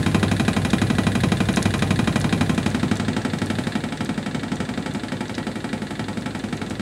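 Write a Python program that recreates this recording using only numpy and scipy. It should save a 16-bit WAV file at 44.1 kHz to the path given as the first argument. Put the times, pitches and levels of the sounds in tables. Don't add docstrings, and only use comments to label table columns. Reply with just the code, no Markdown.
import sys
import numpy as np
from scipy import signal
from scipy.io import wavfile
from scipy.ndimage import uniform_filter1d

SR = 44100
rng = np.random.default_rng(int(sys.argv[2]) if len(sys.argv) > 2 else 0)


def master_out(mix):
    frames = np.transpose(np.atleast_2d(mix))
    ceiling = np.clip(frames, -1, 1)
    pcm = np.round(ceiling * 32767).astype(np.int16)
    wavfile.write(sys.argv[1], SR, pcm)


def boost(x):
    u = np.asarray(x, float) / 20
    return 10 ** u


N = 300311
LEAD = 2048
MOTOR_OFF_S = 3.62


# t/s, speed/(turns/s)
DRUM_SPEED = [
    (0, 11.934),
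    (3.6, 11.908),
    (6.8, 11.139),
]


def turns(t):
    turn_zero_s, step_s = .0612, .001
    grid = np.arange(-.2, 7.2, step_s)
    count = np.cumsum(np.interp(grid, *np.transpose(DRUM_SPEED))) * step_s
    return np.interp(t, grid, count - np.interp(turn_zero_s, grid, count))


def coasting(s):
    return np.maximum(s - MOTOR_OFF_S, 0)


def knocks():
    rock_per_turn, rock_first_turn = .3073, 1.69
    rock_db, rock_coasting_db_per_s, uneven_db = 1.33, 0.3, 0.17
    late_s_per_db = .0004
    t = np.arange(-.1, N / SR, 1 / SR)
    turn = np.arange(-1, np.ceil(turns(N / SR)))
    s = np.interp(turn, turns(t), t)
    rock = np.cos(2 * np.pi * rock_per_turn * (turn - rock_first_turn))
    hard_db = (rock_db + rock_coasting_db_per_s * coasting(s)) * rock
    hard_db = hard_db + uneven_db * rng.standard_normal(len(s))
    return s - late_s_per_db * hard_db, hard_db


# t/s, drawn back/(0-1), distance gain/dB, treble shade/dB
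MIC_PATH = [(0, 0.17, 1, 6.5), (.5, .08, -1, 8), (1.6, 0.04, -0.5, 7), (2.45, 0.19, -1, 5.8),
            (2.85, 0.5, -3.5, 2), (3.05, 0.66, -3.5, -3), (3.3, 0.87, -6, 1), (3.6, 0.57, -4.5, 5),
            (3.9, 0.89, -8, 1.5), (4.5, 0.79, -8, -1.5), (5.5, 1, -9.5, 2.5), (6.8, 0.67, -9, 0.5)]


def mic(s, column):
    path = np.array(MIC_PATH)
    return np.interp(s, path[:, 0], path[:, column])


def away(s):
    return np.clip(mic(s, column=1), 0, 1)


def evened(x):
    return x / np.sqrt(np.mean(abs(x) ** 2) + 1e-20)


def read(points, hz):
    f, value = np.transpose(points)
    return np.interp(np.log(hz + 1), np.log(f + 1), value)


def lay(times, sounds):
    mix = np.zeros(LEAD + N + sounds.shape[1])
    for s, sound in zip(times, sounds):
        at = min(LEAD + round(s * SR), LEAD + N)
        mix[at:at + len(sound)] += sound
    return mix[LEAD:LEAD + N]


# f/Hz, t60/s, signed swing close, signed swing away
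BODY_MODES = [(88, 0.11, 1.85, 0.57), (101, 0.3, 0.98, 0.72), (128, 0.3, 1.0, 0.42), (153, 0.3, 0.81, 0.95),
              (177, 0.3, 0.77, 0.32), (193, 0.08, -3.55, 3.42), (212, 0.07, -3.56, -6.72),
              (244, 0.15, 1.15, -1.9), (256, 0.12, 1.9, 1.7), (277, 0.07, -0.68, 3.56),
              (324, 0.12, 1.29, 0.81), (343, 0.07, -0.48, 2.35), (384, 0.07, -0.55, 1.35),
              (451, 0.25, 0.07, 0.25), (499, 0.07, 0.48, -0.69), (532, 0.07, -0.12, 0.88),
              (636, 0.08, -0.44, 0.86), (709, 0.16, 0.09, -0.39), (741, 0.11, -0.1, 0.62),
              (843, 0.14, 0.07, -0.22)]


def thuds(s, hard_db):
    thud_db = -15 + mic(s, column=2) + 0.72 * hard_db + .5 * rng.standard_normal(len(s))
    hz, t60_s, close, far = np.transpose(BODY_MODES)
    t = np.arange(SR // 3) / SR
    rings = boost(-60 * t / t60_s[:, None]) * (1 - np.exp(-t / .008))
    phase = 2 * np.pi * hz[:, None] * t
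    back = away(s)[:, None]
    swing = (1 - back) * close + back * far
    luck = .06 * rng.standard_normal((len(s), 2, len(hz)))
    x = (swing * (1 + luck[:, 0])) @ (rings * np.sin(phase))
    x += (swing * luck[:, 1]) @ (rings * np.cos(phase))
    x *= (boost(thud_db - .8) / np.sqrt(np.mean(x[:, :700] ** 2, axis=1)))[:, None]
    return lay(s - .0008, x)


# f/Hz, t60/s
NOISE_RING = [(500, 0.11), (1200, 0.054), (2500, 0.044), (5000, 0.07), (9000, 0.06), (14000, 0.03)]


def bursts(colour_db, same, ring, rise_s):
    hz, t = np.fft.rfftfreq(128, 1 / SR), np.arange(160) * 32 / SR
    habit = rng.standard_normal((1, 160, 65, 2))
    chance = rng.standard_normal((len(colour_db), 160, 65, 2))
    z = (same * habit + np.sqrt(1 - same ** 2) * chance) @ [1, 1j]
    decay_db = -60 * t[:, None] / (ring * read(NOISE_RING, hz))
    z = z * boost(colour_db[:, None] + decay_db)
    x = signal.istft(z.transpose(0, 2, 1), nperseg=128, noverlap=96)[1]
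    x = x * (1 - np.exp(-np.arange(x.shape[1]) / (rise_s * SR)))
    return x / np.sqrt(np.mean(x[:, :SR // 100] ** 2, axis=1))[:, None]


# t after blow/ms, share of blow
BOUNCES = [
    (0, 1),
    (4.1, .5),
    (8.3, .45),
    (13, .35),
    (19, .25),
]


def panels(modes, blows):
    hz, width_hz, db = np.transpose(modes)
    damping, rise_s = 1.22, 0.0027
    t = np.arange(SR // 8) / SR
    side = (-1) ** np.arange(len(hz))[:, None]
    decay = np.exp(-np.pi * damping * width_hz[:, None] * t)
    rings = side * decay * np.sin(2 * np.pi * hz[:, None] * t)
    strength = boost(db) * np.sqrt(width_hz) * (1 + .12 * rng.standard_normal((blows, len(hz))))
    x = strength @ rings * (1 - np.exp(-t / rise_s))
    luck = rng.uniform(-1.24, 1, (blows, len(BOUNCES)))
    ms, share = np.transpose(BOUNCES)
    at = (ms * (1 + .008 * luck) * SR / 1000).astype(int)
    drive = np.zeros((blows, SR // 40))
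    np.put_along_axis(drive, at, share, axis=1)
    x = signal.fftconvolve(x, drive, axes=1)
    return x / np.sqrt(np.mean(x[:, :SR // 100] ** 2))


# f/Hz, width/Hz, level/dB
PANEL_MODES_CLOSE = [(404.4, 41, 6), (629, 31, 4), (777.6, 13, -7.5), (1048, 19, 3), (1249, 49, -0.5),
                     (1585, 50, -0.5), (1390, 17, -8.5), (1970, 76, -3), (2421, 130, 8), (2585, 89, -4),
                     (2965, 69, -3.5), (3247, 104, 0.5), (3914, 220, 7.5), (6780, 140, -9)]
# f/Hz, width/Hz, level/dB
PANEL_MODES_AWAY = [(515, 15, 0.5), (646, 16, -18), (735, 45, -1.5), (873, 54, 8), (1351, 28, 3),
                    (1584, 61, -5.5), (1870, 87, 4), (2310, 160, 7.5), (2500, 61, -11), (3040, 45, -2.5),
                    (3500, 59, -9), (4020, 53, -7), (4706, 45, -7.5), (7840, 400, -17)]
# f/Hz, level/(dB per Hz)
CRACK_CLOSE = [(290, -30), (500, 17.5), (888, -12.5), (1450, 4), (1990, -5), (2430, 3), (2800, -6),
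               (3240, -7.5), (4570, -10.5), (5830, -10.5), (6550, -6.5), (10100, -19), (15500, -45)]
# f/Hz, level/(dB per Hz)
CRACK_AWAY = [(290, -60), (500, -7), (781, -4.5), (1130, -32), (1350, -0.5), (1720, -0.5), (2430, -6),
              (2760, -2.5), (3060, -3), (7030, -19.5), (7780, -12.5), (13800, -34), (15500, -49)]


def clacks(s, hard_db):
    treble_close_db, treble_away_db, treble_uneven_db = -13.5, 2.5, 4
    hz, back = np.fft.rfftfreq(128, 1 / SR), away(s)[:, None]
    clack_db = -20.5 + mic(s, column=2) + hard_db
    treble_db = (1 - back) * treble_close_db + back * treble_away_db
    treble_db = treble_db + treble_uneven_db * rng.standard_normal(back.shape)
    colour_db = (1 - back) * read(CRACK_CLOSE, hz) + back * read(CRACK_AWAY, hz)
    colour_db = colour_db + 0.25 * (treble_db - 1) * (hz > 5000)
    crack = bursts(colour_db, same=.94, ring=1.05, rise_s=.001)
    notes = (1 - back) * panels(PANEL_MODES_CLOSE, len(s)) + back * panels(PANEL_MODES_AWAY, len(s))
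    return lay(s, boost(clack_db - 3.5)[:, None] * crack) + lay(s, boost(clack_db - 2.5)[:, None] * notes)


# f/Hz, level/(dB per Hz)
SWING_COLOUR = [(500, -28), (1100, -7), (1800, 16), (2600, 6), (3600, 8.5), (4500, 7.5), (5200, -12.5),
                (6500, -4.5), (9000, 3), (12000, -45), (16000, -28)]
# f/Hz, width/Hz, level/dB
RIM_MODES = [(1630, 113, 1), (1890, 100, -2), (2810, 220, -3), (3504, 128, 2), (3810, 73, -7),
             (4380, 110, -8)]


def swings(s):
    lag_s, sooner_s_per_s, loose_s = .0515, 0.0014, .0007
    hz, luck = np.fft.rfftfreq(128, 1 / SR), rng.standard_normal((len(s), 4)).T
    at = s + lag_s - sooner_s_per_s * coasting(s) + loose_s * luck[0]
    swing_db = -29.5 + 0.56 * mic(at, column=2) + 1.74 * luck[1]
    colour_db = read(SWING_COLOUR, hz) - 7 * away(at)[:, None] * (hz > 5200)
    swing = bursts(colour_db, same=.8, ring=1.25, rise_s=.0007)
    rim = np.pad(panels(RIM_MODES, len(s)), ((0, 0), (0, SR // 4)))
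    swing = swing + boost(-1.5) * rim[:, :swing.shape[1]]
    rattle_db = -51.5 + .15 * mic(at, column=2) + 0.85 * luck[2]
    rattle = ticks(at + 0.00098, rattle_db, 4700 * np.exp(0.16 * luck[3]))
    return lay(at, boost(swing_db - 5.5)[:, None] * swing) + rattle


def ticks(at, tick_db, tick_hz):
    hz = np.fft.rfftfreq(128, 1 / SR)
    colour_db = -14 * np.log2((hz + 50) / tick_hz[:, None]) ** 2 - 0.0014 * np.maximum(hz - 10500, 0)
    return lay(at, boost(tick_db + 1.5)[:, None] * bursts(colour_db, same=0, ring=.36, rise_s=.0001))


# t/s, level/dB, centre f/Hz
LOOSE_TICKS = [(0.705, -33, 4500), (1.208, -46, 7500), (1.5287, -43, 6500), (1.5603, -32.5, 5900),
               (1.6265, -30, 5740), (1.708, -49, 4685), (1.7799, -47, 7388), (1.793, -41, 4870),
               (2.2, -44, 8593), (2.214, -36, 4940), (2.5485, -44, 6766), (2.7017, -41, 5876),
               (2.9553, -42, 6376), (2.9703, -40, 6100), (3.2193, -46, 4960), (3.3874, -42, 5550),
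               (3.4596, -43, 7149), (3.9735, -42, 4580), (4.048, -42, 7229), (4.06, -41, 4747),
               (4.557, -42.5, 5830), (4.9375, -46, 7440), (5.2815, -43, 4200), (5.3505, -36.5, 4100),
               (6.2098, -48, 5021), (6.392, -47, 6000), (6.5686, -46, 6075), (6.6985, -42, 5960)]


def loose_parts():
    return ticks(*np.transpose(LOOSE_TICKS))


def hum():
    motor_hz, sag_db_per_s, dies_db_per_s = 99.22, -1.25, -90
    t = np.arange(N) / SR
    waver = evened(uniform_filter1d(uniform_filter1d(rng.standard_normal(N), size=4000), size=4000))
    motor = (1 + 0.15 * waver) * np.sin(2 * np.pi * motor_hz * t)
    motor_db = -28 + sag_db_per_s * t + 0.73 * mic(t, column=2) + dies_db_per_s * coasting(t)
    fifth = np.sin(2 * np.pi * 5 * turns(t))
    return boost(motor_db + 3) * motor + boost(-34 - 12.8 * away(t)) * fifth


# f/Hz, level/(dB per Hz)
WHIR_COLOUR_CLOSE = [(45, -34), (70, -31), (100, 2), (200, -2.5), (400, -10.5), (800, -17.5), (950, -24.5),
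                     (1600, -25), (3900, -32.5), (5200, -35.5), (8000, -37), (10200, -42), (13000, -55.5),
                     (15500, -48)]
# f/Hz, level/(dB per Hz)
WHIR_COLOUR_AWAY = [(45, -34), (80, -7), (140, -2), (250, 3), (400, -7), (850, -16.5), (1150, -18.5),
                    (1600, -22.5), (4200, -28), (5600, -35.5), (8000, -29), (9500, -36), (13500, -52),
                    (15500, -51)]


def whir():
    frames, hz = N // 512 + 5, np.fft.rfftfreq(2048, 1 / SR)
    t = np.arange(frames) * 512 / SR
    a, b, patches = rng.standard_normal((frames, 1025, 3)).T
    patches = uniform_filter1d(patches, size=4, axis=1)
    patches = evened(uniform_filter1d(patches, size=24, axis=0))
    close_db, away_db = read(WHIR_COLOUR_CLOSE, hz)[:, None], read(WHIR_COLOUR_AWAY, hz)[:, None]
    colour_db = (1 - away(t)) * close_db + away(t) * away_db
    gain = boost(colour_db + 0.13 * patches) / np.sqrt(np.mean(boost(colour_db) ** 2, axis=0))
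    x = signal.istft((a + 1j * b) * gain, nperseg=2048, noverlap=1536)[1][:N]
    now = np.arange(N) / SR
    throb_db = uniform_filter1d(-5 * (turns(now) % 1), size=300)
    return boost(-23 + 0.67 * mic(now, column=2) + throb_db) * evened(x)


def room(x):
    t60_s = 0.27
    taps = np.zeros(SR // 2)
    at = np.arange(300, len(taps) - 20, 20)
    taps[at + rng.integers(0, 20, len(at))] = rng.choice([-1., 1.], len(at))
    tail = signal.lfilter([1], [1, -.6], taps) * boost(-60 * np.arange(len(taps)) / SR / t60_s)
    wet_db = -15.5 + 4 * away(np.arange(N) / SR)
    return boost(wet_db) * signal.fftconvolve(x, tail / np.linalg.norm(tail))[:N]


def scene():
    s, hard_db = knocks()
    bright = clacks(s, hard_db) + swings(s) + loose_parts()
    body = thuds(s, hard_db)
    echo = room(bright + boost(-12.5) * body)
    return (bright + body + echo + whir() + hum())[None]


def band_limit(x):
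    return signal.sosfilt(signal.butter(12, 16670, fs=SR, output="sos"), x)


def record(dry):
    above = signal.firwin(63, [9200, 13000], pass_zero=False, fs=SR)
    treble = signal.oaconvolve(dry, above[None], "same")
    shaded = dry + (boost(mic(np.arange(N) / SR, column=3)) - 1) * treble
    cut = signal.sosfilt(signal.butter(3, 46, "high", fs=SR, output="sos"), shaded)
    below = signal.firwin(1023, 15780, window=("kaiser", 9), fs=SR)
    cut = signal.oaconvolve(cut, below[None], "same")
    return band_limit(cut)


dry = scene()
out = record(dry)
master_out(out)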